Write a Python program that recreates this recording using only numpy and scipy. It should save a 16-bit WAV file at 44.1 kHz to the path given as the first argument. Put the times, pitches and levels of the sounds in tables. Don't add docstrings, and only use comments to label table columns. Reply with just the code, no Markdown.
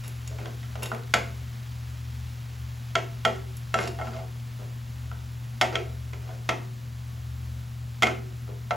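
import sys
import numpy as np
from scipy import signal
from scipy.fft import rfft, irfft
from scipy.io import wavfile

SR = 44100
rng = np.random.default_rng(int(sys.argv[2]) if len(sys.argv) > 2 else 0)


def store_wav(level_fs):
    pcm = np.round(np.clip(np.atleast_2d(level_fs), -1, 1) * 32767)
    wavfile.write(sys.argv[1], SR, pcm.T.astype(np.int16))


N = 386304


def amp(db):
    return 10 ** (np.asarray(db) / 20)


def unit(x):
    return x / np.sqrt(np.mean(x ** 2) + 1e-20)


def read(points, hz):
    f, value = np.transpose(points)
    return np.interp(np.log(hz + 1), np.log(f), value)


def add(mix, start_s, sound):
    part = mix[..., max(round(start_s * SR), 0):][..., :sound.shape[-1]]
    part += sound[..., :part.shape[-1]]


def colour(x, points, size=2048):
    log_gain = np.log(amp(read(points, abs(np.fft.fftfreq(size, 1 / SR)))))
    taps = np.fft.ifft(np.exp(np.conj(signal.hilbert(log_gain)))).real
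    return signal.oaconvolve(x, taps[None], axes=1)[:, :x.shape[1]]


def tilted(x, db_per_octave):
    return colour(x, [(500, -db_per_octave), (1000, 0), (16000, 4 * db_per_octave)])


# (time [s], relative level [dB])
DRONE_LEVELS = [(0.0, -57), (0.36, -44), (0.46, -56), (0.78, -42.5), (1.0, -57), (1.1, -47), (2.22, -42),
                (2.49, -55), (2.61, -44), (2.9, -52), (4.03, -45.5), (4.59, -60), (5.07, -45), (5.25, -49),
                (6.05, -46), (6.54, -54.5), (7.61, -44), (8.76, -51)]
# (pitch [Hz], relative level [dB])
AIR_TONE = [(20, -20), (38, -7), (54, 5), (100, 4.5), (140, 8.5), (180, -5), (232, 4.5), (275, -9.5),
            (450, -15.5), (720, -14), (1000, -15.5), (2300, -19), (5000, -22), (15500, -24.5)]
def fan(hum_hz=119.9, hum_db=-36.5, drone_hz=76, flutter_hz=1.6, flutter_db=-8.5, air_db=-47.5):
    t, hz = np.arange(N) / SR, np.fft.rfftfreq(N, 1 / SR)
    hum = amp(hum_db) * unit(np.sin(2 * np.pi * hum_hz * t))
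    slow_noise = irfft(rfft(rng.standard_normal((3, N))) / (1 + (hz / flutter_hz) ** 2), N)
    along, across, swell = unit(slow_noise)
    flutter = 1 + amp(flutter_db) * (along + 1j * across)
    drone = unit((flutter * np.exp(2j * np.pi * drone_hz * t)).real)
    drone *= amp(4 + np.interp(t, *np.transpose(DRONE_LEVELS)))
    air = irfft(rfft(rng.standard_normal((2, N))) * amp(read(AIR_TONE, hz)), N)
    return hum + drone, amp(air_db - 0.45 * swell) * unit(air)


# (time [s], level [dB])
SIMMER_LEVELS = [(0, -52), (3.6, -53.5), (4.4, -55), (8.76, -57.5)]
def oil(pops_per_s=900, spread_db=1.0):
    pops = rng.random((2, N)) < pops_per_s / SR
    sizes = amp(spread_db * np.minimum(rng.exponential(1, (2, N)), 4))
    fizz = unit(pops * sizes * rng.choice([-1, 1], (2, N))) + rng.standard_normal((2, N))
    fizz = colour(fizz, [(200, 5.2), (1400, 13.6), (3200, 13.5), (6500, 6.9), (8500, 2.3), (15500, 3)])
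    return unit(fizz) * amp(np.interp(np.arange(N) / SR, *np.transpose(SIMMER_LEVELS)))


def burst(t, rise_s, fall_s):
    shape = (1 - np.exp(-(t / rise_s) ** 2)) * np.exp(-t / fall_s)
    noise = rng.standard_normal((2, len(t))) * shape
    for _ in range(3):
        spectrum = rfft(noise)
        noise = irfft(spectrum / (abs(spectrum) + 1e-12), len(t)) * np.sqrt(shape)
    return noise / np.linalg.norm(noise, axis=1, keepdims=True)


# (pitch [Hz], relative level [dB], time to fade 60 dB [s])
BLADE_NOTES = [(1550, 13, 0.019), (1940, -10, .05), (2810, 24.5, 0.022), (3080, 22, 0.066),
               (3775, 26, 0.053), (5130, -8, 0.053), (5520, 26, 0.048), (6850, 25, 0.054),
               (7500, 14, 0.013), (8000, 21, 0.018), (11100, 15, 0.031), (11300, 7, 0.0007)]
# (time [s], relative level [dB], tilt [dB per octave], contact length [s], favoured pitch [Hz])
BLADE_TICKS = [(0.036, -58.5, -3, 0.069, 11500), (0.078, -53, 8, 0.0049, 11000),
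               (0.274, -52, 0.5, 0.0078, 6850), (0.822, -51, -2.5, 0.0062, 2850),
               (.83, -46, 3.5, 0.007, 11400), (.833, -46.5, -2, 0.011, 3070), (0.857, -49, 0, 0.0075, 3700),
               (1.139, -39, -0.5, 0.007, 4200), (3.568, -55, 7, 0.0061, 11450),
               (3.8, -55.5, -2, 0.08, 11100), (3.873, -48, -2, 0.014, 4600),
               (5.615, -51, -2.5, 0.011, 11100), (8.031, -41, -6, 0.0093, 11300),
               (8.06, -57, -15, 0.013, 11400)]
def ticks(t, ping_db=7.0, ping_ratio=1.3):
    out = np.zeros((2, N))
    blade = sum(amp(db - 60 * t / fade_s) / fade_s * np.sin(2 * np.pi * hz * t)
                for hz, db, fade_s in BLADE_NOTES)
    blade /= np.linalg.norm(blade)
    for start, db, tilt, contact_s, hz in BLADE_TICKS:
        graze = burst(t, rise_s=0.00087, fall_s=contact_s)
        snap = colour(graze, [(300, -14), (2500, 2), (8000, 0), (16000, -2)])
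        ringing = signal.fftconvolve(graze, blade[None], axes=1)[:, :len(t)]
        ping = [(100, -20), (300, 0), (hz / ping_ratio, 0), (hz, ping_db), (hz * ping_ratio, 0)]
        clink = colour(tilted(ringing + snap, tilt), ping)
        add(out, start, amp(db + 11) * clink / clink[0, :SR // 100].std())
    return out


# (pitch [Hz], relative level [dB], time to fade 60 dB [s])
PAN_NOTES = [(232.3, 0, 0.17), (377, -4.5, 0.6), (456, 3, 0.18), (524, -4, 0.26), (663.5, 8, 0.17),
             (710, 4, .09), (738.8, 7, 0.14), (845, 0.5, 0.074), (936, -11, 0.063), (1020, -5, 0.084),
             (1130, -26, .06), (1333, 7, 0.12), (1438, 12, 0.037), (1437, 8, .035), (1496, 8, 0.039),
             (1885, 0.5, 0.13), (2038, -3.5, 0.09), (2116, 2.5, 0.092), (2163, -2.5, 0.15),
             (2300, -14, 0.13), (2710, -6, 0.14), (3160, -7, 0.083), (3270, 10.5, 0.018), (3680, -7, 0.036),
             (3990, -1.5, 0.057), (4650, 3.5, 0.046), (5326, -3, 0.063), (6250, -3, 0.054), (7270, -3, .08)]
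# (pitch [Hz], swell time [s])
NOTE_SWELL = [(233, 0.015), (735, 0.0095), (950, 0.004), (1400, 0.00082)]
# (pitch [Hz], side over mid [ratio])
NOTE_LEAN = [(233, 0.21), (377, 0.42), (490, 0.52), (662, 0.18), (735, -0.32), (840, -.45), (1042, 0.0058),
             (1400, -0.19), (2000, -0.1)]
def pan_ring(t, lift_db=0, spread_db=3.5, twin_db=-6, detune_share=0.032):
    hz, db, fade_s = np.transpose(PAN_NOTES)[:, :, None]
    strength, split, phase = rng.random((3, len(PAN_NOTES), 1))
    fade = amp(db + lift_db + spread_db * (2 * strength - 0.5) - 60 * t / fade_s)
    swell = 1 - np.exp(-(t / read(NOTE_SWELL, hz)) ** 2)
    swing = (-1) ** np.arange(len(PAN_NOTES))[:, None]
    twin_hz = hz * (1 + detune_share * (2 * split - 1))
    twin = amp(twin_db) * np.sin(2 * np.pi * (twin_hz * t + phase))
    notes = swing * fade * swell * (np.sin(2 * np.pi * hz * t) + twin)
    return np.array([notes.sum(0), (read(NOTE_LEAN, hz) * notes).sum(0)])


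# (pitch [Hz], gain [dB])
CLACK_TONE = [(100, -25.5), (210, -14.5), (310, -14), (650, -6.5), (1100, -7), (1400, -5.5), (1720, -8),
              (2100, -4.5), (2700, -5), (3270, -8.5), (3950, -9.5), (6500, -8), (8200, -16.5),
              (10500, -20.5), (15500, -29)]
def clack(contact):
    return colour(contact, CLACK_TONE)


# (start [s], end [s], relative level [dB], tilt [dB per octave], rub pitch [Hz], pan ring [dB])
PAN_SCRAPES = [(0.281, 0.358, -54.5, -10, 444, -16), (0.388, 0.495, -50, -6, 430, -19),
               (0.758, 0.872, -50.5, -9, 483, -13), (0.917, 0.987, -50.5, -5, 480, -9),
               (3.762, 3.893, -39, -2, 330, 2), (3.99, 4.22, -46.5, -3, 735, 7.5),
               (4.581, 4.668, -55, -5.5, 497, -17), (5.622, 5.678, -42.5, -1, 700, -6),
               (5.716, 5.78, -37.5, -5, 447, -6), (5.796, 5.897, -55, -5, 680, 8),
               (6.214, 6.373, -54.5, -2.5, 476, -1), (8.473, 8.528, -51, -7.5, 410, -7)]
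def scrapes(t, slips_per_s=400, spread_db=3.0, damped_s=0.034, rasp_db=54.0,
            press_s=0.0062, lift_s=0.047, grow_db=4, rub_db=8.5, rub_ratio=1.8):
    out = np.zeros((2, N))
    for start, end, db, tilt, hz, ring_db in PAN_SCRAPES:
        ringing = amp(ring_db) * pan_ring(t) * np.exp(-t / damped_s)
        one_slip = ringing + amp(rasp_db) * clack(burst(t, rise_s=0.0012, fall_s=0.0045))
        n = max(round((end - start) * SR), 256)
        age = np.arange(n) / SR
        slips = (rng.random(N) < slips_per_s / SR) * rng.choice([-1, 1], N)
        slips = slips * amp(spread_db * rng.standard_normal(N))
        stroke = np.minimum(age / press_s, 1) * amp(grow_db * age / age[-1])
        stroke *= np.minimum(age[::-1] / lift_s, 1)
        rub = signal.fftconvolve((slips[:n] * stroke)[None], one_slip, axes=1)
        hump = [(80, -20), (180, 0), (hz / rub_ratio, 0), (hz, rub_db), (hz * rub_ratio, 0)]
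        rub = colour(tilted(rub, tilt), hump)
        add(out, start, amp(db) * rub * np.sqrt(n) / (np.linalg.norm(rub[0]) + 1e-9))
    return out


def strike_point(thud_db, clang_db, chime_db, favoured_hz):
    hz = np.array(PAN_NOTES)[:, :1]
    # (pitch [Hz], width [octaves], lift [dB])
    lifts = [(233, 0.5, thud_db), (1333, 0.09, clang_db), (2110, 0.09, chime_db), (favoured_hz, 0.09, 11)]
    return sum(db * np.exp(-(np.log2(hz / centre) / width) ** 2) for centre, width, db in lifts)


def blow_tone(depth_db, hard_db, snap_db, dip_db=-2):
    bite, presence, treble = 0.79 * hard_db - 0.4, hard_db - 1, hard_db - 10.5
    low_dip = depth_db / 2 + dip_db
    return [(250, 0), (420, 0.17 * depth_db), (540, low_dip), (690, depth_db), (980, low_dip),
            (1380, 0), (1730, bite / 2 + dip_db), (2100, bite), (2600, (bite + presence) / 2 + dip_db),
            (3250, presence), (4000, (presence + treble) / 2 + dip_db),
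            (5000, treble), (7000, treble), (11000, treble + snap_db)]


# (time [s], strength [dB], depth [dB], hardness [dB], steel snap [dB],
# contact length [s], pan ring [dB], thud [dB], clang [dB], chime [dB], favoured pitch [Hz])
PAN_KNOCKS = [(0.385, -43, 11, 0, -4, 0.0029, -8, 19, 0, 6, 2770),
              (0.4571, -36, 4, -2, -2, .0018, -9, 14, -5, 2, 1040),
              (0.629, -44.5, -1, 3.5, -2, 0.0028, -9, -3, 8, -9, 4140),
              (0.7547, -37.5, 7, -2, 0, 0.0021, -21, 10, -2, -3, 2650),
              (0.8284, -36.5, 10, -4, 4, 0.0015, -23, 1, 0, 0, 2700),
              (0.8565, -45, 0, 7, 4, 0.0015, -19, 1, -2, -2, 2700),
              (0.916, -26.5, 0.5, -14, 2, 0.0021, -4.5, 8, -7, -8, 1877),
              (0.947, -36, 0, -3.5, 14, .0013, -17, -2, -8, 0, 2720),
              (1.1376, -16.5, 3, 3.5, -3, 0.0027, -5, -15, 0, -6, 1417),
              (2.953, -22, 3.5, 3, -2, 0.0025, -1.5, -22, 5, 0.5, 3120),
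              (3.25, -18.5, 3.5, 1, 1.5, 0.0024, -1, -5.5, 2.5, -7, 3140),
              (3.7412, -20.5, 0.5, -0.5, 2.5, 0.0015, -1.5, 3, 2, -13, 7560),
              (3.7873, -18.5, -7, -10, 4, 0.0023, -10, -10, -8, 17, 4600),
              (3.808, -37, 0, -7, 0, 0.0023, 3, -1, 0, 9, 4600),
              (3.836, -42, 2, -7, 0, 0.0015, -2, -3, 7, 1, 6500),
              (3.875, -54, -9, -10, 0, 0.0015, -6, -1, -5, 12, 2310),
              (3.988, -39.5, 18, -6, 0, .0015, -1, -6, -9, 0, 2310),
              (3.996, -37.5, 3, -14, 0, .003, 1, -3, -9, 6, 2700),
              (4.0125, -33, 4, -13, 0, 0.0037, -1, 4, 6.5, 14, 2700),
              (4.069, -36.5, 0, -5.5, 2, 0.0047, -7, 9, 3, -4, 4120),
              (4.133, -51.5, -8, 3, 0, 0.0039, 3.5, 19, -3, -8, 4600),
              (4.162, -49.5, 4, 6, 0, 0.0035, -3, 12, 9, 0, 2310),
              (4.188, -52, 4, -4, 5, 0.0036, -4, 5, -7, -4, 2700),
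              (5.114, -34.5, -0.5, -14, 6, 0.0015, -13.5, 8, -1, -4, 1120),
              (5.6117, -19, 7, 4.5, 1.5, 0.0031, -1, -2.5, -5, 2, 5330),
              (5.754, -29.5, 1, 6.5, -4, 0.0022, -1, -19, 6.5, 1.5, 3220),
              (5.805, -49, 12, -13, 0, .004, -4, -3, -5, 2, 662),
              (6.1325, -34, -4.5, -5.5, 0, .002, -13.5, 6, 3, 7, 2700),
              (6.29, -47, 14.5, -2, 0, 0.0026, -3.5, 9, -8, 0, 1046),
              (6.49, -17.5, 0, -1.5, 0, 0.0028, -8, -12, 7, 4.5, 3540),
              (8.0226, -18.5, 0.5, 0.5, 2, 0.0015, -1.5, -2, -3, 7, 5330),
              (8.031, -24.5, 5, 8, 1, 0.002, 1.5, 3, -4, 5.5, 3230),
              (8.068, -22, 3, -3, 2, 0.0027, -6, -3, 4, 13, 4610),
              (8.7072, -25, 11.5, -3.5, -4, 0.0029, -4.5, 1, 8, 8, 4000)]
def knocks(t, ring_depth_share=0.64, chatter_stretch=2.9, rise_share=0.24):
    clacks, rings = np.zeros((2, 2, N))
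    for start, db, depth_db, hard_db, snap_db, contact_s, ring_db, *spot in PAN_KNOCKS:
        chatter_s = chatter_stretch * contact_s
        contact = burst(t, rise_share * contact_s, contact_s) + burst(t, rise_share * chatter_s, chatter_s)
        hit = colour(clack(contact), blow_tone(depth_db, hard_db, snap_db))
        ringing = pan_ring(t, strike_point(*spot))
        ringing = colour(ringing, blow_tone(ring_depth_share * depth_db, hard_db, snap_db))
        add(clacks, start, amp(db + 35) * hit)
        add(rings, start, amp(db + ring_db - 10.5) * ringing)
    return clacks, rings


# (pitch [Hz], time to fade 60 dB [s])
ECHO_FADE = [(200, 0.73), (380, 0.44), (600, 0.35), (1500, 0.38), (3000, 0.33), (6000, 0.32), (11000, 0.37)]
# (pitch [Hz], gain [dB])
ECHO_TONE = [(150, 2), (235, 1.5), (305, -0.5), (380, 6), (470, 5), (700, 1.5), (1200, -3), (2500, -5),
             (6000, -6.5), (14000, -7.5)]
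def kitchen_echo(x, echo_db=1.0, first_s=0.0045, slot_samples=22):
    slots = np.arange(0, SR - slot_samples, slot_samples)
    arrivals = slots + rng.integers(0, slot_samples, (2, len(slots)))
    bounces = np.zeros((2, SR))
    np.put_along_axis(bounces, arrivals, rng.choice([-1., 1.], arrivals.shape), 1)
    hz, t, bands = signal.stft(bounces, SR, nperseg=256)
    tail = signal.istft(bands * amp(-60 * t / read(ECHO_FADE, hz)[:, None]), SR, nperseg=256)[1]
    tail *= np.arange(tail.shape[1]) > first_s * SR
    tail = colour(tail / np.linalg.norm(tail[0]), ECHO_TONE)
    return amp(echo_db) * signal.fftconvolve(x[:1], tail, axes=1)[:, :N]


# (pitch [Hz], side gain [dB])
STEREO_WIDTH = [(100, -41), (280, -4), (650, -5), (1400, 1), (2200, -18), (3200, -65), (4500, -48),
                (7000, -50), (9000, -40), (16000, -4)]
def scene(ring_echo_db=-11.5):
    t = np.arange(SR * 2 // 5) / SR
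    hum, air = fan()
    clacks, rings = knocks(t)
    contacts = clacks + scrapes(t)
    clinks = ticks(t)
    echo = kitchen_echo(contacts + amp(ring_echo_db) * rings + clinks)
    mid, side = contacts + clinks + echo + oil() + air
    mid = mid + rings[0]
    side = colour(side[None], STEREO_WIDTH)[0] + rings[1]
    return np.array([mid + side, mid - side]) + hum * amp([[0.9], [-1.1]])


# (pitch [Hz], phase gap [turns])
MIC_PHASE = [(7200, 0), (8100, .25), (9100, .5), (11200, 1), (13350, 1.5), (15400, 2)]
def record(dry, ceiling=0.75, top_hz=15900):
    turns = np.interp(np.fft.rfftfreq(N, 1 / SR), *np.transpose(MIC_PHASE))
    pair = irfft(rfft(dry) * np.exp(1j * np.pi * np.array([turns, -turns])), N)
    rounded = pair / (1 + (pair / ceiling) ** 4) ** 0.25
    low_pass = signal.firwin(511, top_hz, window=("kaiser", 9), fs=SR)
    return signal.oaconvolve(rounded, low_pass[None], "same")


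dry = scene()
out = record(dry)
store_wav(out)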